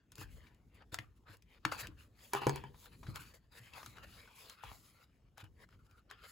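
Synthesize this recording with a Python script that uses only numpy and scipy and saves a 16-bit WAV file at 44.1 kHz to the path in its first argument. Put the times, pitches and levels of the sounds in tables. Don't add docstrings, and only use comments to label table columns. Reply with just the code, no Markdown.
import sys
import numpy as np
from scipy import signal
from scipy.fft import rfft, irfft, next_fast_len
from scipy.io import wavfile
from scipy.ndimage import uniform_filter1d, map_coordinates

SR = 44100
rng = np.random.default_rng(int(sys.argv[2]) if len(sys.argv) > 2 else 0)


def file_out(sig):
    cols = np.atleast_2d(sig).T
    lim = np.clip(cols, -1, 1)
    pcm = np.round(lim * 32767).astype(np.int16)
    wavfile.write(sys.argv[1], SR, pcm)


def how_loud(loudness_db):
    steps = np.asarray(loudness_db, float) / 20
    return 10 ** steps


N = 278623

# peak_s, rise_ms and fall_ms (per 20 dB of paper body, 4 ms at least),
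# paper_db, treble_db
STROKES = [(0.12, 1, 34, -68, -80), (0.218, 12, 135, -66, -79), (0.22, 65, 36, -56.5, -56.6),
           (0.345, 72, 92, -75, -70.5), (0.481, 141, 25, -70, -79.6), (0.504, 299, 117, -73, -94),
           (0.745, 3, 40, -78, -73.5), (0.78, 84, 55, -68, -85), (0.814, 19, 36, -62, -106),
           (0.927, 9.5, 53, -50.5, -58.5), (0.994, 25, 110, -64.5, -75), (0.996, 70, 19, -65, -78),
           (1.174, 31, 20, -81, -81), (1.284, 29, 102, -61, -81.5), (1.333, 66, 38, -63.0, -69),
           (1.536, 79, 64, -68.5, -80), (1.583, 82, 12, -69, -91.7), (1.686, 52, 43, -51, -68.5),
           (1.724, 19, 67, -47, -54.5), (1.803, 38, 33, -48, -46.5), (1.832, 1, 56, -50.5, -63),
           (1.87, 298, 117, -68, -96), (2.002, 42, 94, -65, -69.1), (2.227, 93, 81, -65, -69.5),
           (2.255, 94, 117, -73.5, -64.5), (2.359, 34.5, 54, -44, -54.5), (2.42, 22, 132, -50.5, -64),
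           (2.506, 110, 100, -54, -65.5), (2.56, 18, 82, -54, -69), (2.643, 16, 87, -64, -86),
           (2.744, 15, 68, -73, -91.8), (2.851, 135, 32, -86, -62.5), (2.859, 71, 61, -66, -70),
           (2.932, 22, 49, -60, -76), (3.046, 294, 62, -79, -73), (3.096, 56, 60, -60.5, -67.5),
           (3.167, 33, 26, -50, -58), (3.206, 27, 63, -59.5, -59.6), (3.271, 51, 87, -66.5, -65.5),
           (3.341, 5, 57.5, -66, -65.5), (3.44, 80, 75, -81.5, -92), (3.527, 16, 21, -70, -69.5),
           (3.59, 68, 11, -59, -59.5), (3.668, 158, 80, -63.5, -69.3), (3.774, 56, 69, -54, -63),
           (3.802, 47, 191, -63, -90.7), (3.86, 173, 141, -73, -65), (3.978, 84, 71, -62.5, -73.3),
           (4.039, 20, 23, -55, -64.9), (4.13, 141, 152, -64, -68), (4.218, 191, 128, -67, -70.5),
           (4.32, 75, 257, -67.5, -75), (4.362, 18, 139, -65, -63.5), (4.42, 55, 176, -59.5, -65),
           (4.513, 105, 59, -57, -67.5), (4.591, 33, 71, -63, -79.5), (4.639, 21, 153, -56.5, -65.5),
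           (4.734, 73, 156, -92, -64), (4.85, 42, 115, -76.1, -67), (4.9, 31, 186, -78, -74.1),
           (5.038, 129, 24, -69, -75.5), (5.162, 160.5, 79.5, -79, -91), (5.284, 70, 10, -79, -105),
           (5.411, 42, 24, -57.5, -65.6), (5.438, -2, 47, -63.5, -80), (5.634, 76, 25, -65.5, -72),
           (5.738, 64, 42, -69.5, -85), (5.796, 11, 37, -81, -87), (5.865, 33, 17, -80, -80.5),
           (5.908, 25, 65, -76, -83), (5.987, 62.5, 35, -72, -80), (6.117, 30, 59, -59.5, -79),
           (6.19, 57, 52, -68.5, -85), (6.254, 40, 31, -57.5, -69), (6.305, 109, 38, -74, -64)]
# time_s, pitch_hz
GAP_PITCH = [(0.0, 1370), (0.28, 1490), (0.33, 2230), (0.67, 1350), (0.74, 2400), (0.84, 1210),
             (1.05, 2120), (1.23, 1450), (1.49, 2600), (1.64, 1580), (2.76, 923), (2.82, 1840),
             (3.03, 1030), (3.15, 1530), (3.8, 1980), (3.82, 1360), (5.16, 1294), (6.32, 1470)]
# pitch_hz, level_db
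PAPER_SPECTRUM = [(250, -35), (450, 1.5), (700, -5.5), (1000, 1), (1400, -0.5), (1900, -2.5), (2600, -1),
                  (3500, -7.5), (5000, -8.5), (8000, -52)]
# pitch_hz, level_db
FILM_SPECTRUM = [(1500, -14.5), (3500, -6), (5000, -6), (7000, -0.5), (9000, -2.5), (11000, 0), (13000, -2),
                 (16000, -4.5), (17000, -34.5)]
# pitch_hz, width_hz, boost_db
SHEET_RESONANCES = [(3030, 194, 2), (4106, 640, 1.5), (5200, 370, -0.5), (7240, 200, 2.5)]
# time_s, level_db
HANDLING = [(0.0, -79), (0.17, -62), (0.33, -58), (0.53, -64.5), (1.56, -67.5), (1.85, -55.5),
            (2.13, -67.5), (2.39, -69.5), (2.51, -51), (2.85, -63), (3.1, -52.5), (3.4, -70), (4.08, -59),
            (4.35, -70.5), (5.38, -70.5), (5.54, -64), (6.12, -69.5), (6.32, -67)]
# pitch_hz, level_db
BOOM_SPECTRUM = [(20, -31.5), (35, 1.5), (55, 2), (110, -3), (150, -9), (250, -13), (450, -22), (800, -46)]
SPLIT_HZ, UPPER_DB = 3800, 4.5
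TREBLE_STEEPER = 1.3


def rubbing():
    t = np.arange(N) / SR
    *shape, paper_db, treble_db = np.transpose(STROKES)
    gap_hz = lambda time: np.interp(time, *np.transpose(GAP_PITCH))
    stutter = how_loud(wobble(40))
    paper = rush(PAPER_SPECTRUM, patchy_db=5.0, grit_db=2.0, hump_hz=gap_hz, hump_db=4)
    film = rush(FILM_SPECTRUM, patchy_db=2.5, grit_db=1.5)
    handling_db = np.interp(t, *np.transpose(HANDLING)) + 1.5 * wobble(25)
    boom = how_loud(handling_db) * rush(BOOM_SPECTRUM, patchy_db=1, grit_db=0)

    lower_paper = filtered(paper, lambda hz: 1 / (1 + (hz / SPLIT_HZ) ** 4))
    upper_paper = paper - lower_paper
    body = swells(*shape, paper_db)
    treble = swells(*shape, treble_db, TREBLE_STEEPER)
    between = how_loud(UPPER_DB) * np.sqrt(body * treble)
    rub = stutter * (body * lower_paper + between * upper_paper + treble * film)

    def sheet_response(f):
        return how_loud(sum(db * np.exp(-((f - hz) / width) ** 2) for hz, width, db in SHEET_RESONANCES))

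    return filtered(rub, sheet_response) + boom


# start_s, level_db, pitch_hz, crack_db (against the flap), flutter_t60_s
SNAPS = [(0.119, -59.5, 1470, 20, 0.081), (0.155, -62, 1380, 21, 0.027), (0.165, -72, 988, 18, 0.027),
         (0.181, -45, 1480, 3, 0.028), (0.214, -37.5, 1020, -29, 0.031), (0.467, -57.5, 2310, -23, 0.076),
         (0.546, -75.5, 2500, 17.5, .02), (0.82, -47.5, 830, -36, 0.02), (0.921, -48, 1540, -8, 0.024),
         (0.943, -24, 1260, -0.5, 0.019), (0.987, -22.5, 1880, -38, 0.015), (1.369, -61, 1430, 9, 0.01),
         (1.422, -60, 2460, 8.5, 0.041), (1.582, -65, 2520, -12, .015), (1.651, -11, 1590, -40, 0.017),
         (1.717, -37.5, 4700, -11, 0.031), (1.72, -23.5, 1200, -28, 0.037), (1.752, -40, 1500, -11, 0.023),
         (1.87, -36.5, 2550, -1, 0.019), (2.743, -52.5, 1000, -17, 0.05), (2.857, -47, 1400, -11, 0.041),
         (3.03, -45, 1000, -35, 0.082), (3.067, -44, 1460, -23, 0.048), (3.158, -34, 1570, 4.5, 0.018),
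         (3.735, -45, 2640, -6, 0.05), (3.829, -37.5, 1180, -58, 0.03), (3.861, -40, 1290, 6.5, 0.038),
         (3.971, -40, 1280, -28.5, 0.019), (3.983, -36.5, 1410, -30, 0.014), (4.275, -52, 1490, -19, 0.085),
         (4.497, -34.5, 3240, -1, 0.019), (4.636, -34, 920, -52.5, 0.035), (4.715, -36.5, 700, -22, 0.019),
         (5.374, -51, 1490, -5, 0.049), (5.379, -41.5, 940, 0.5, 0.035), (5.441, -50, 930, 2, 0.026),
         (5.689, -55.5, 1310, -6, 0.024), (5.707, -67, 2000, 2, .012), (5.726, -60, 1440, -23, 0.066),
         (5.866, -70, 3500, 5, 0.013), (5.911, -54.5, 1310, -3, 0.016), (6.1, -49, 4100, -41.5, 0.033),
         (6.111, -34.5, 1370, -8.5, 0.024), (6.237, -46.5, 1500, -22, 0.045)]
SNAP_LEFT_DB = 2


def snaps():
    track, t = np.zeros((2, N + SR)), np.arange(SR // 8) / SR
    sides = np.array([[1], [-1]])
    for start_s, level_db, hz, crack_db, t60 in SNAPS:
        noise = rng.standard_normal(len(t))
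        flutter = unit(signal.lfilter(*signal.iirpeak(hz, 1.6, SR), noise))
        flap = np.sin(2 * np.pi * hz * t) * how_loud(-60 * t / (0.41 * t60))
        flap = flap + 0.4 * flutter * how_loud(-60 * t / t60)
        crack = how_loud(crack_db - 60 * t / 0.0094) * bright(len(t))
        onset = 1 - np.exp(-t / 0.00099)
        add(track, start_s, how_loud(level_db + SNAP_LEFT_DB / 2 * sides) * onset * (flap + crack))
    return track[:, :N]


# start_s, handle_db, crack_db, table_db, boom_db
DROPS = [(2.334, -28.5, -23, -46, -60), (2.349, -31.5, -35, -55, -48), (2.418, -37.5, -49, -43.5, -53),
         (2.434, -41.5, -56, -62.5, -56), (2.468, -29.5, -28.5, -19, -27.5),
         (2.474, -49.5, -38.5, -26.5, -50), (2.486, -44.5, -36.5, -46, -45), (2.494, -34.5, -28, -32, -46),
         (2.559, -41, -35.5, -52, -69), (2.638, -44.5, -52.5, -51.5, -50)]
# pitch_hz, level_db, t60_s
HANDLE_MODES = [(397.3, -7, 0.11), (483, -30.5, 1.15), (824, -7, 0.096), (905, -4, 0.084),
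                (953, -0.5, 0.057), (1460, -9, 0.054), (1710, -7.5, 0.045), (1854, -6.5, 0.023),
                (2310, -12, 0.051), (3030, -14, 0.036)]
# pitch_hz, level_db, t60_s
TABLE_MODES = [(257, -21, 0.19), (304, -13.5, 0.064), (431, 7.5, 0.012), (787, -6, 0.038),
               (1000, -11, 0.019)]


def scissors():
    track, t = np.zeros(N + SR), np.arange(SR // 2) / SR
    for start_s, handle_db, crack_db, table_db, boom_db in DROPS:
        chatter_db = 2 * unit(uniform_filter1d(rng.standard_normal(len(t)), size=130))
        handle = how_loud(handle_db) * how_loud(chatter_db) * ring(HANDLE_MODES, t, 2)
        table = how_loud(table_db) * ring(TABLE_MODES, t, 1)
        crack = how_loud(crack_db - 60 * t / 0.01) * bright(len(t))
        boom = (1 - np.exp(-t / 0.0022)) * ring([(137.5, boom_db, 0.3)], t, 0)
        add(track, start_s, (1 - np.exp(-t / 0.00056)) * (handle + table + crack + boom))

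    def lag(hz):
        late_s = 0.0003 / (1 + (hz / 1100) ** 4) * hz ** 2 / (hz ** 2 + 300 ** 2)
        return np.exp(-2j * np.pi * hz * late_s)

    return np.array([filtered(track[:N], lag), how_loud(2.0) * track[:N]])


# start_s, level_db, pitch_hz, t60_s, upper_mode_db (against the low one)
THUMPS = [(0.185, -43.5, 121, 0.15, -7.5), (0.213, -39.5, 96, 0.075, -7), (0.242, -47, 45, 0.28, -40),
          (0.33, -49, 42, 0.33, -42), (0.926, -38.5, 97, 0.058, -9), (0.99, -41.5, 113, 0.13, -6.5),
          (1.295, -48, 103, 0.16, -7), (1.656, -26.5, 139.5, 0.036, -4.5), (1.886, -42, 111, 0.055, -5),
          (3.085, -29, 117, 0.047, -18), (3.603, -50, 114, 0.16, -25), (3.87, -49.5, 117, 0.13, -5),
          (4.642, -48.5, 108, 0.11, -14), (4.661, -49, 55, 0.29, -40), (4.716, -39.5, 99, 0.039, -20),
          (5.43, -39.5, 99.4, 0.07, -14.5)]


def thumps():
    track, t = np.zeros(N + SR), np.arange(SR // 2) / SR
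    for start_s, level_db, hz, t60, upper_db in THUMPS:
        onset = 1 - np.exp(-t / 0.0016)
        modes = [(hz, 0, t60), (300, upper_db, 0.08)]
        add(track, start_s, how_loud(level_db) * onset * ring(modes, t, 0))
    return track[:N] * how_loud(1.5 * wobble(70))


# peak_s, rise_ms and fall_ms (per 20 dB, 4 ms at least), level_db
POCKET_SWELLS = [(4.041, 100, 23, -62.5), (5.03, 121, 31, -71), (5.72, 40, 70, -80), (5.8, 17, 35, -76),
                 (5.981, 128, 43, -71.5), (6.112, 34, 22, -69), (6.15, 33, 100, -74),
                 (6.245, 80, 152, -65.5)]


def pocket():
    level = swells(*np.transpose(POCKET_SWELLS)) * how_loud(1.24 * wobble(60))
    spectrum = [(900, -32), (1200, 7), (1400, 16.5), (1600, -3.5), (2100, -33)]  # (Hz, dB)
    return level * rush(spectrum, patchy_db=2.0, grit_db=1.5)


# pitch_hz, t60_s
ROOM_DECAY = [(200, 0.33), (2000, 0.13), (10000, 0.06)]


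def room(x):
    hz, t, z = signal.stft(rng.standard_normal((2, SR // 3)), SR, nperseg=256)
    z[1, hz > 6300] = z[0, hz > 6300]
    decay = how_loud(-60 * t / along(ROOM_DECAY, hz)[:, None])
    tail = signal.istft(z * decay, SR, nperseg=256)[1]
    tail = tail / np.linalg.norm(tail, axis=1, keepdims=True)
    delayed = np.pad(x, (200, 0))[None]
    return signal.fftconvolve(delayed, tail, axes=1)[:, :N]


# pitch_hz, level_db
AIR_SPECTRUM = [(20, -28.5), (40, 2), (70, 1), (150, -5.5), (600, -20.5), (1500, -27.5), (4000, -36.5),
                (8000, -39.5), (12000, -52.5), (13500, -50.5), (16000, -48.5)]


def air():
    return how_loud(-72.5) * rush(AIR_SPECTRUM, patchy_db=4.5, grit_db=2.5)


def swells(peak_s, rise_ms, fall_ms, db, steep=1):
    t = np.arange(0, N + 64, 64) / SR
    late_ms = 1000 * (t - peak_s[:, None])
    span_ms = np.where(late_ms < 0, rise_ms[:, None], fall_ms[:, None]).clip(4)
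    gain = how_loud(db[:, None] - 20 * steep * abs(late_ms / span_ms) ** 2)
    return np.interp(np.arange(N) / SR, t, np.linalg.norm(gain, axis=0))


# pitch_hz, correlation (0 to 1)
ALIKE = [(60, 0.99), (150, 0.82), (300, 1), (700, 0.58), (1500, 0.6), (4000, 0.82), (5800, 0.093),
         (6500, 1)]


def rush(spectrum, patchy_db, grit_db, hump_hz=None, hump_db=0):
    grit = how_loud(grit_db * wobble(700))
    hz, t, z = signal.stft(grit * rng.standard_normal((2, N)), SR, nperseg=256)
    field = rng.standard_normal(z.shape[1:])
    field = uniform_filter1d(uniform_filter1d(field, 2, 0), 32, 1)
    gain_db = patchy_db * unit(field)
    if hump_hz is not None:
        log_distance = np.log((hz[:, None] + 1) / hump_hz(t))
        gain_db = gain_db + hump_db * np.exp(-(log_distance / 0.18) ** 2)
    pair = signal.istft(z * how_loud(gain_db), nperseg=256)[1][:, :N]

    def mid_side(hz):
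        angle = np.arccos(np.clip(along(ALIKE, hz), 0, 1)) / 2
        return how_loud(along(spectrum, hz)) * np.array([np.cos(angle), np.sin(angle)])

    mid, side = filtered(pair, mid_side)
    return unit(np.array([mid + side, mid - side]))


def ring(modes, t, spread_db):
    sound = 0
    for hz, db, t60 in modes:
        level = how_loud(db + rng.normal(0, spread_db) - 60 * t / t60)
        sound = sound + level * np.sin(2 * np.pi * hz * t)
    return sound


def bright(count):
    return np.convolve(rng.standard_normal(count), [1, -0.4, 0, -0.6])[:count]


def wobble(rate):
    knots = rng.standard_normal(int(N * rate / SR) + 4)
    return map_coordinates(knots, [np.arange(N) * rate / SR])


def filtered(x, response):
    m = next_fast_len(N + 8192)
    return irfft(rfft(x, m) * response(np.fft.rfftfreq(m, 1 / SR)), m)[..., :N]


def along(points, hz):
    f, v = np.transpose(points)
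    return np.interp(np.log(hz + 1), np.log(f + 1), v)


def unit(x):
    return x / np.sqrt(np.mean(x ** 2) + 1e-20)


def add(track, start_s, sound):
    start = round(start_s * SR)
    track[..., start:start + sound.shape[-1]] += sound


def scene():
    hits = snaps() + scissors() + thumps()
    return hits + how_loud(-11.0) * room(hits.mean(0)) + rubbing() + pocket() + air()


def band_limit(x):
    return signal.sosfilt(signal.butter(12, 16960, fs=SR, output="sos"), x)


# pitch_hz, left_lead_rad
PORT_LEAD = [(0, 0), (600, -.2), (1400, .1), (2600, .7), (4800, .2), (7000, 0), (9000, -np.pi),
             (11200, -2 * np.pi), (13150, -3 * np.pi), (15100, -4 * np.pi)]
# pitch_hz, left_minus_right_db
PORT_LEVEL = [(100, .5), (600, 4.5), (1500, 1.5), (3000, 4.5), (5500, 5), (6500, 0)]
TOP_HZ = 16100


def record(dry):
    def half(hz):
        return how_loud(along(PORT_LEVEL, hz) / 2) * np.exp(0.5j * np.interp(hz, *np.transpose(PORT_LEAD)))

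    def ports(hz):
        treble = how_loud(-35 / (1 + np.exp(np.clip((TOP_HZ - hz) / 120, -50, 50))))
        bass = hz ** 4 / (hz ** 4 + 36 ** 4)
        return np.array([half(hz), 1 / half(hz)]) * treble * bass

    mix = filtered(dry, ports)
    return band_limit(mix)


dry = scene()
out = record(dry)
file_out(out)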